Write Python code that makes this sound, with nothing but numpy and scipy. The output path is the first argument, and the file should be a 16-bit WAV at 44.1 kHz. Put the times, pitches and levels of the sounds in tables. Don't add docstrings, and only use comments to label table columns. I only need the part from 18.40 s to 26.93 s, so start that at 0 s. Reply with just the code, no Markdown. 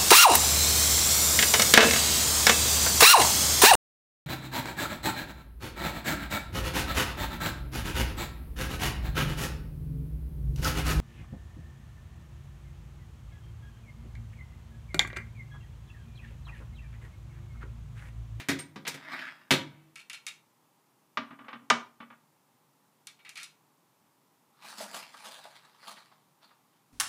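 import sys
import numpy as np
from scipy import signal
from scipy.fft import rfft, irfft
from scipy.io import wavfile
from scipy.ndimage import uniform_filter1d

SR = 44100
rng = np.random.default_rng(int(sys.argv[2]) if len(sys.argv) > 2 else 0)


def materialize(psi):
    bounded = np.clip(np.atleast_2d(psi).T, -1, 1)
    quanta = np.round(bounded * 32767).astype(np.int16)
    wavfile.write(sys.argv[1], SR, quanta)


N = 376040

# t/s, clang/dB, stand boom/dB, contact tick/dB, clang centre f/Hz, change per rebound/dB
PRESS_BLOWS = [(0.0, -33, -48, -49.5, 2340, -4.5), (0.086, -18.5, -24, -31, 2010, -3.5),
               (0.189, -35, -47, -44, 2350, -5.5), (0.359, -35, -37, -60.5, 965, -10),
               (0.451, -33, -54, -63, 2940, -12.5), (0.468, -25, -48, -46, 2280, -12.5),
               (0.477, -26, -39, -31, 2270, -12.5), (0.542, -34.5, -41.5, -47, 2180, -11),
               (1.107, -10.5, -19.5, -26.5, 3000, -2.5)]
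# t/s, clack/dB, boom of the top/dB
BENCH_KNOCKS = [(2.772, -17.5, -44), (2.906, -38.5, -51), (2.988, -40, -55.5), (3.042, -43.5, -62.5),
                (3.082, -32.5, -61), (3.129, -31.5, -52), (3.215, -54, -58.5), (3.301, -6.5, -36),
                (3.602, -35.5, -52), (3.701, -40.5, -63)]
# t/s, scrape length/s, clink/dB, contact tick/dB, clink centre f/Hz
BRASS_TOUCHES = [(1.557, 0.065, -35, -44.5, 2370), (1.698, 0.0024, -26.5, -37, 2660),
                 (1.731, 0.031, -30, -39, 2780), (1.866, 0.028, -26, -31, 2460),
                 (4.670, 0.0016, -33, -35.5, 4270), (4.790, 0.027, -48, -70, 2800),
                 (4.849, 0.046, -37, -56.5, 2300), (4.892, 0.01, -34.5, -40, 2330),
                 (4.956, 0.031, -31.5, -44.5, 3560), (4.974, 0.055, -30, -40.5, 2370),
                 (5.031, 0.019, -35.5, -36, 3000)]
# f/Hz, level/dB, t60/s
FRAME_MODES = [(958, -12, .52), (1297, -14, .33), (1572, -7, .17), (1950, -9, .27), (2148, -14, .33),
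               (2243, -11, .33), (2460, -11, .23), (3042, -2, .16), (3332, -2, .18), (3510, -12, .33),
               (3705, -6, .21), (3844, -16, .27)]
STAND_MODES = [(92, -10, .17), (143, 0, .26), (150, -20, 1.5), (170, -9, .3), (238, -3, .2), (275, 3, .27),
               (322, -16, .8), (371, -6, .25), (447, -13, .3), (538, -11, .45)]
BENCH_MODES = [(125.5, -14.5, .35), (171.7, -15.5, 0.13), (212.5, -7.5, 0.15), (236, 0.5, 0.28),
               (275.1, -3.5, 0.3), (328, -10.5, .12)]
PLANK_MODES = [(546, -9.5, 0.19), (1100, -4.5, 0.095), (1200, 1, .16), (1410, -10, .24), (1960, -10, .2),
               (2239, -5, 0.18), (3000, -4.5, .16), (3410, -16, .18), (3470, -8.5, 0.094)]
BRASS_MODES = [(1370, -5, .08), (2240, 0, .08), (2760, -2, .07), (3710, -4, .1), (4200, -4, .07)]
# f/Hz, level/dB
PRESS_SPECTRUM = [(30, -39.5), (65, -35.5), (95, -2.5), (300, 5.5), (470, -1.5), (800, 0), (1300, 1),
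                  (2200, 1.5), (3000, -5.5), (3800, -1.5), (4700, -4), (7500, -9.5), (10000, -13.5),
                  (15000, -19.5)]
BENCH_SPECTRUM = [(30, -34), (90, -17.5), (230, 1.5), (330, -7), (440, -5.5), (800, -5), (1120, 2.5),
                  (1600, -2), (2300, -3.5), (3700, -9.5), (4500, -14), (5800, -14), (9000, -28),
                  (11500, -43), (15000, -53.5)]
BRASS_SPECTRUM = [(100, -58), (750, -7.5), (1350, 1.5), (2300, 6.5), (3200, 1.5), (4200, -2.5),
                  (5300, -6.5), (7000, -8.5), (10000, -11), (13000, -23.5), (15500, -27)]
# f/Hz, level/dB
SLIDE_SPECTRUM = [(60, -46.5), (125, -13.5), (230, -10), (300, 1.5), (460, -28.5), (620, -6), (720, -9.5),
                  (1300, -2.5), (1700, 1.5), (2300, -4), (3600, -14.5), (5000, -16), (6000, -28.5),
                  (15000, -37)]
CLOTH_SPECTRUM = [(40, -36), (100, -20), (200, 5.5), (400, -4), (550, 4.5), (900, 5.5), (1500, 1),
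                  (2500, -2.5), (4400, -0.5), (5800, -7.5), (10000, -9), (12500, -17), (15000, -18.5)]
FLOOR_SPECTRUM = [(15, -88), (25, -51.5), (48, -37.5), (64, -32.5), (148, -0.5), (183, -6), (274, -6),
                  (509, -12), (722, -12.5), (804, -7), (1170, -10), (1490, -18), (4150, -23), (13900, -24),
                  (15500, -24.5)]
# t/s, level/dB
RAM_SLIDE = [(.57, -51.5), (.65, -52), (.73, -34.5), (.78, -39.5), (.86, -41), (.95, -57.5), (1.09, -66)]
# start t/s, end t/s
SQUEAK_SPAN = (.190, .212)
# t/s, level/dB
CLOTH_EFFORT = [(6.1, -88), (6.26, -48.5), (6.36, -51.5), (6.4, -43.5), (6.5, -53), (6.55, -42.5),
                (6.67, -59), (6.87, -48.5), (7.36, -66), (7.48, -50), (7.99, -89), (8.03, -62.5),
                (8.12, -72), (8.22, -87), (8.36, -74), (8.5, -88)]
# t/s, scuff/dB, centre f/Hz
CLOTH_SNAGS = [(6.242, -41, 1010), (6.287, -53, 1040), (6.402, -30.5, 606), (6.54, -34, 1300),
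               (6.739, -40, 1340), (7.05, -38, 720), (7.427, -45, 1400), (7.47, -40, 3560),
               (7.567, -44.5, 1850), (7.715, -49, 1010), (8.03, -60, 4200), (8.106, -51.5, 1250)]
# f/Hz, t60/s
ROOM_T60 = [(100, 0.77), (300, 0.33), (1000, 0.33), (2500, .28), (5000, 0.26), (12000, 0.21)]

BOOM_TOP_HZ, TICK_BOTTOM_HZ = 430, 4900
REBOUND_S, REBOUND_EXPONENT = .0045, 1.7
CLANG_T60_S, CLACK_T60_S, CLACK_HZ = .1, .072, 1090
TICK_DB_PER_CLACK_DB = 2.6
ROCK_S, ROCK_DB, ROCK_MAX_DB = .022, -4.5, -40.5
SCRAPE_DB, SCRAPE_TICK_DB, SCRAPE_FADE_DB_PER_S = -18, -14, -52
SQUEAK_MEAN_HZ, SQUEAK_DB = 8620, -40
BRISK_DB = -51
RUB_DB, FLAP_DB, HISS_DB = -53, -64, -56.5
FLAP_DB_PER_DB, HISS_DB_PER_DB = 1.7, 1.56
SNAG_HISS_DB = 2.5
FLOOR_RMS_DB = -68.5
BAND_EDGE_HZ = 15550
TIME = np.arange(N) / SR
RING = TIME[:SR * 3 // 5]
GRID_HZ = np.fft.rfftfreq(8192, 1 / SR)


def amp(db):
    return 10 ** (np.asarray(db) / 20)


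def unit(x):
    return x / np.sqrt(np.mean(x ** 2) + 1e-20)


def burst(x):
    return x / np.sqrt(np.sum(x ** 2) / (SR / 100) + 1e-20)


def read(points, hz):
    f, value = np.transpose(points)
    return np.interp(np.log(hz + 1), np.log(f), value)


def level_at_time(points):
    return np.interp(TIME, *np.transpose(points), left=-200, right=-200)


def add(mix, start_s, sound):
    part = mix[max(round(start_s * SR), 0):][:len(sound)]
    part += sound[:len(part)]


def causal(gain):
    mirrored = np.r_[gain, gain[-2:0:-1]]
    log_gain = np.log(np.maximum(mirrored, 1e-5 * gain.max()))
    return np.fft.ifft(np.exp(np.conj(signal.hilbert(log_gain)))).real[:len(gain)]


def filtered(x, response):
    return signal.fftconvolve(x, response)[:len(x)]


def registers(spectrum, low_hz, high_hz, order=8):
    low = 1 / (1 + (GRID_HZ / low_hz) ** order)
    high = 1 - 1 / (1 + (GRID_HZ / high_hz) ** order)
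    gain = amp(read(spectrum, GRID_HZ))
    return [causal(gain * np.sqrt(share)) for share in (low, (1 - low) * (1 - high), high)]


def voiced(response, centre_hz, lift_db, octaves):
    distance = np.log2((GRID_HZ + 1) / centre_hz) / octaves
    return filtered(response, causal(amp(lift_db * np.exp(-distance ** 2))))


def dying(t60_s):
    return np.exp(-np.log(1000) * RING / max(t60_s, 1e-3))


def chatter(response, t60_s, rise_s=0.000092):
    count = 2 * (len(GRID_HZ) - 1)
    envelope = dying(t60_s) * (1 - np.exp(-RING / max(rise_s, 1e-5)))
    hits = rng.standard_normal(count) * envelope[:count]
    power = uniform_filter1d(abs(rfft(hits)) ** 2, size=70)
    even = filtered(hits, causal(1 / np.sqrt(abs(power) + 1e-12)))
    return burst(filtered(even, response))


def ring(modes, rise_s, vary_db, detune=.004):
    chance = rng.standard_normal((len(modes), 3))
    partials = np.zeros(len(RING))
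    for (hz, db, t60_s), (level, phase, shift) in zip(modes, chance):
        tone = np.sin(2 * np.pi * (hz * (1 + detune * shift) * RING + phase))
        partials += amp(db + vary_db * level) * dying(t60_s) * tone
    return burst(partials * (1 - np.exp(-RING / max(rise_s, 1e-4))) ** 2)


def wander(size):
    return unit(uniform_filter1d(uniform_filter1d(rng.standard_normal(N), size), size // 2))


def grains(per_s, spread_db):
    slips = rng.standard_normal(N) * (rng.random(N) < per_s / SR)
    return unit(slips * amp(spread_db * np.minimum(rng.exponential(1, N), 4)))


def patchy(x, patchy_db):
    z = signal.stft(x, nperseg=512)[2]
    patches = uniform_filter1d(rng.standard_normal(z.shape), size=7, axis=0)
    patches = unit(uniform_filter1d(patches, size=8, axis=1))
    return unit(signal.istft(z * amp(patchy_db * patches), nperseg=512)[1][:N])


def scrape(length_s, per_s, spread_db):
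    size = rng.exponential(1, len(RING))
    present = rng.random(len(RING)) < per_s / SR
    sign = rng.choice([-1., 1.], len(RING))
    contacts = unit(sign * amp(spread_db * np.minimum(size, 3)) * present)
    return contacts * amp(SCRAPE_FADE_DB_PER_S * RING) / (1 + (RING / max(length_s, 1e-3)) ** 20)


def rebounds(start_s, change_db, count=4):
    later = [(start_s + REBOUND_S * k ** REBOUND_EXPONENT, k * change_db) for k in range(1, count)]
    return [(start_s, 0)] + later


def floor():
    gain = amp(read(FLOOR_SPECTRUM, np.fft.rfftfreq(N, 1 / SR)))
    return amp(FLOOR_RMS_DB) * unit(irfft(rfft(rng.standard_normal(N)) * gain, N))


def room(x, gap_s=0.0013, build_s=0.0017):
    taps = rng.choice([-1., 1.], len(RING)) * (rng.random(len(RING)) < 4000 / SR)
    hz, t, z = signal.stft(taps, SR, nperseg=256)
    decay = np.exp(-np.log(1000) * t / read(ROOM_T60, hz)[:, None])
    tail = signal.istft(z * decay, SR, nperseg=256)[1][:len(RING)]
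    tail = tail * np.clip((RING - gap_s) / build_s, 0, 1)
    return filtered(x, tail / np.linalg.norm(tail))


def clothes():
    effort_db = level_at_time(CLOTH_EFFORT) - BRISK_DB
    flap_db = FLAP_DB + FLAP_DB_PER_DB * effort_db
    hiss_db = HISS_DB + HISS_DB_PER_DB * effort_db
    slips = patchy(grains(per_s=3500, spread_db=3), patchy_db=3) * amp(2 * wander(size=700))
    low, middle, high = registers(CLOTH_SPECTRUM, 880, 4800)
    out = amp(flap_db) * unit(filtered(slips, low))
    out += amp(RUB_DB + effort_db) * unit(filtered(slips, middle))
    out += amp(hiss_db) * unit(filtered(slips, high))
    _, fold, _ = registers(CLOTH_SPECTRUM, 101, 4300)
    for s, scuff_db, hz in CLOTH_SNAGS:
        body = voiced(fold, hz, lift_db=12, octaves=.66)
        add(out, s, amp(scuff_db - 7.5) * chatter(body, t60_s=.1, rise_s=.002))
        torn_db = np.interp(s, TIME, hiss_db) + SNAG_HISS_DB
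        add(out, s, amp(torn_db) * chatter(high, t60_s=0.21, rise_s=0.0073))
    return out


def bench():
    low, middle, high = registers(BENCH_SPECTRUM, BOOM_TOP_HZ, TICK_BOTTOM_HZ)
    clack = voiced(middle, CLACK_HZ, lift_db=3, octaves=.7)
    wood, top = np.zeros((2, N))
    rocks = [(s + ROCK_S, min(clack_db + ROCK_DB, ROCK_MAX_DB), boom_db + ROCK_DB)
             for s, clack_db, boom_db in BENCH_KNOCKS]
    for s, clack_db, boom_db in BENCH_KNOCKS + rocks:
        softness = amp(-.42 * clack_db)
        body = filtered(clack, causal(1 / (1 + (GRID_HZ * softness / 24000) ** 4)))
        add(wood, s, amp(clack_db - 9.0) * chatter(body, CLACK_T60_S, rise_s=.00006 * softness ** 2))
        add(wood, s, amp(clack_db - 19) * ring(PLANK_MODES, rise_s=.0005, vary_db=1.5))
        add(wood, s, amp(TICK_DB_PER_CLACK_DB * clack_db - 9.5) * chatter(high, t60_s=0.032))
        add(wood, s, amp(boom_db - 8.0) * chatter(low, t60_s=0.1196))
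        add(top, s, amp(boom_db + 6.0) * ring(BENCH_MODES, rise_s=.004, vary_db=0.0))
    return wood, top


def brass():
    _, middle, high = registers(BRASS_SPECTRUM, BOOM_TOP_HZ, TICK_BOTTOM_HZ)
    out = np.zeros(N)
    for s, length_s, clink_db, tick_db, hz in BRASS_TOUCHES:
        body = voiced(middle, hz, lift_db=7, octaves=.5)
        modes = ring(BRASS_MODES, rise_s=.0003, vary_db=2, detune=.012)
        add(out, s, amp(clink_db - 16.0) * chatter(body, t60_s=0.13, rise_s=0.00082))
        add(out, s, amp(clink_db - 24) * modes)
        add(out, s, amp(tick_db - 9.5) * chatter(high, t60_s=0.021))
        slips = scrape(length_s, per_s=1300, spread_db=2)
        scrape_db = clink_db + SCRAPE_DB
        layers = (scrape_db, body), (scrape_db - 2.5, modes), (tick_db + SCRAPE_TICK_DB, high)
        for db, response in layers:
            add(out, s, amp(db) * filtered(slips, response / np.linalg.norm(response)))
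    return out


def squeak():
    start_s, end_s = SQUEAK_SPAN
    position = 2 * (TIME - start_s) / (end_s - start_s) - 1
    swell = np.sqrt(np.clip(1 - position ** 2, 0, 1))
    turns = np.cumsum(SQUEAK_MEAN_HZ * (1 + 0.004 * wander(size=60))) / SR
    return amp(SQUEAK_DB) * swell * np.sin(2 * np.pi * turns)


def ram():
    slips = patchy(grains(per_s=2400, spread_db=2.5), patchy_db=3) * amp(1.5 * wander(size=600))
    rub = unit(filtered(slips, causal(amp(read(SLIDE_SPECTRUM, GRID_HZ)))))
    sing = unit(filtered(slips, ring(FRAME_MODES, rise_s=0.0014, vary_db=-3.0)))
    return amp(level_at_time(RAM_SLIDE) - 2.0) * (rub + amp(-14) * sing)


def press():
    low, middle, high = registers(PRESS_SPECTRUM, BOOM_TOP_HZ, TICK_BOTTOM_HZ)
    metal, stand = np.zeros((2, N))
    for start_s, clang_db, boom_db, tick_db, hz, change_db in PRESS_BLOWS:
        body = voiced(middle, hz, lift_db=7, octaves=0.5)
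        for s, db in rebounds(start_s, change_db):
            add(metal, s, amp(clang_db + db - 8.5) * chatter(body, CLANG_T60_S))
            add(metal, s, amp(clang_db + db - 19) * ring(FRAME_MODES, rise_s=.0005, vary_db=1.5))
            add(metal, s, amp(tick_db + db - 2) * chatter(high, t60_s=.085))
            add(metal, s, amp(boom_db + db - 6.5) * chatter(low, t60_s=0.05, rise_s=0.0019))
            add(stand, s, amp(boom_db + db - 4.5) * ring(STAND_MODES, rise_s=0.0054, vary_db=0.0))
    shiver = rng.standard_normal(len(RING)) * dying(t60_s=0.91)
    shiver = filtered(shiver / np.linalg.norm(shiver), causal(1 / (1 + (GRID_HZ / 2500) ** 2)))
    return metal, stand + amp(-21.5) * filtered(metal, shiver)


def scene():
    metal, stand = press()
    wood, top = bench()
    small = brass()
    rubbing = ram() + squeak() + clothes()
    send = amp(-7.5) * metal + amp(-8.5) * wood + amp(-6) * small
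    send = send + amp(-6.5) * rubbing + amp(-18.5) * (stand + top)
    direct = metal + stand + wood + top + small + rubbing
    return (direct + room(send) + floor())[None]


def record(dry):
    lowpass = signal.firwin(401, BAND_EDGE_HZ, window=("kaiser", 8), fs=SR)
    return signal.oaconvolve(dry, lowpass[None], "same")


dry = scene()
out = record(dry)
materialize(out)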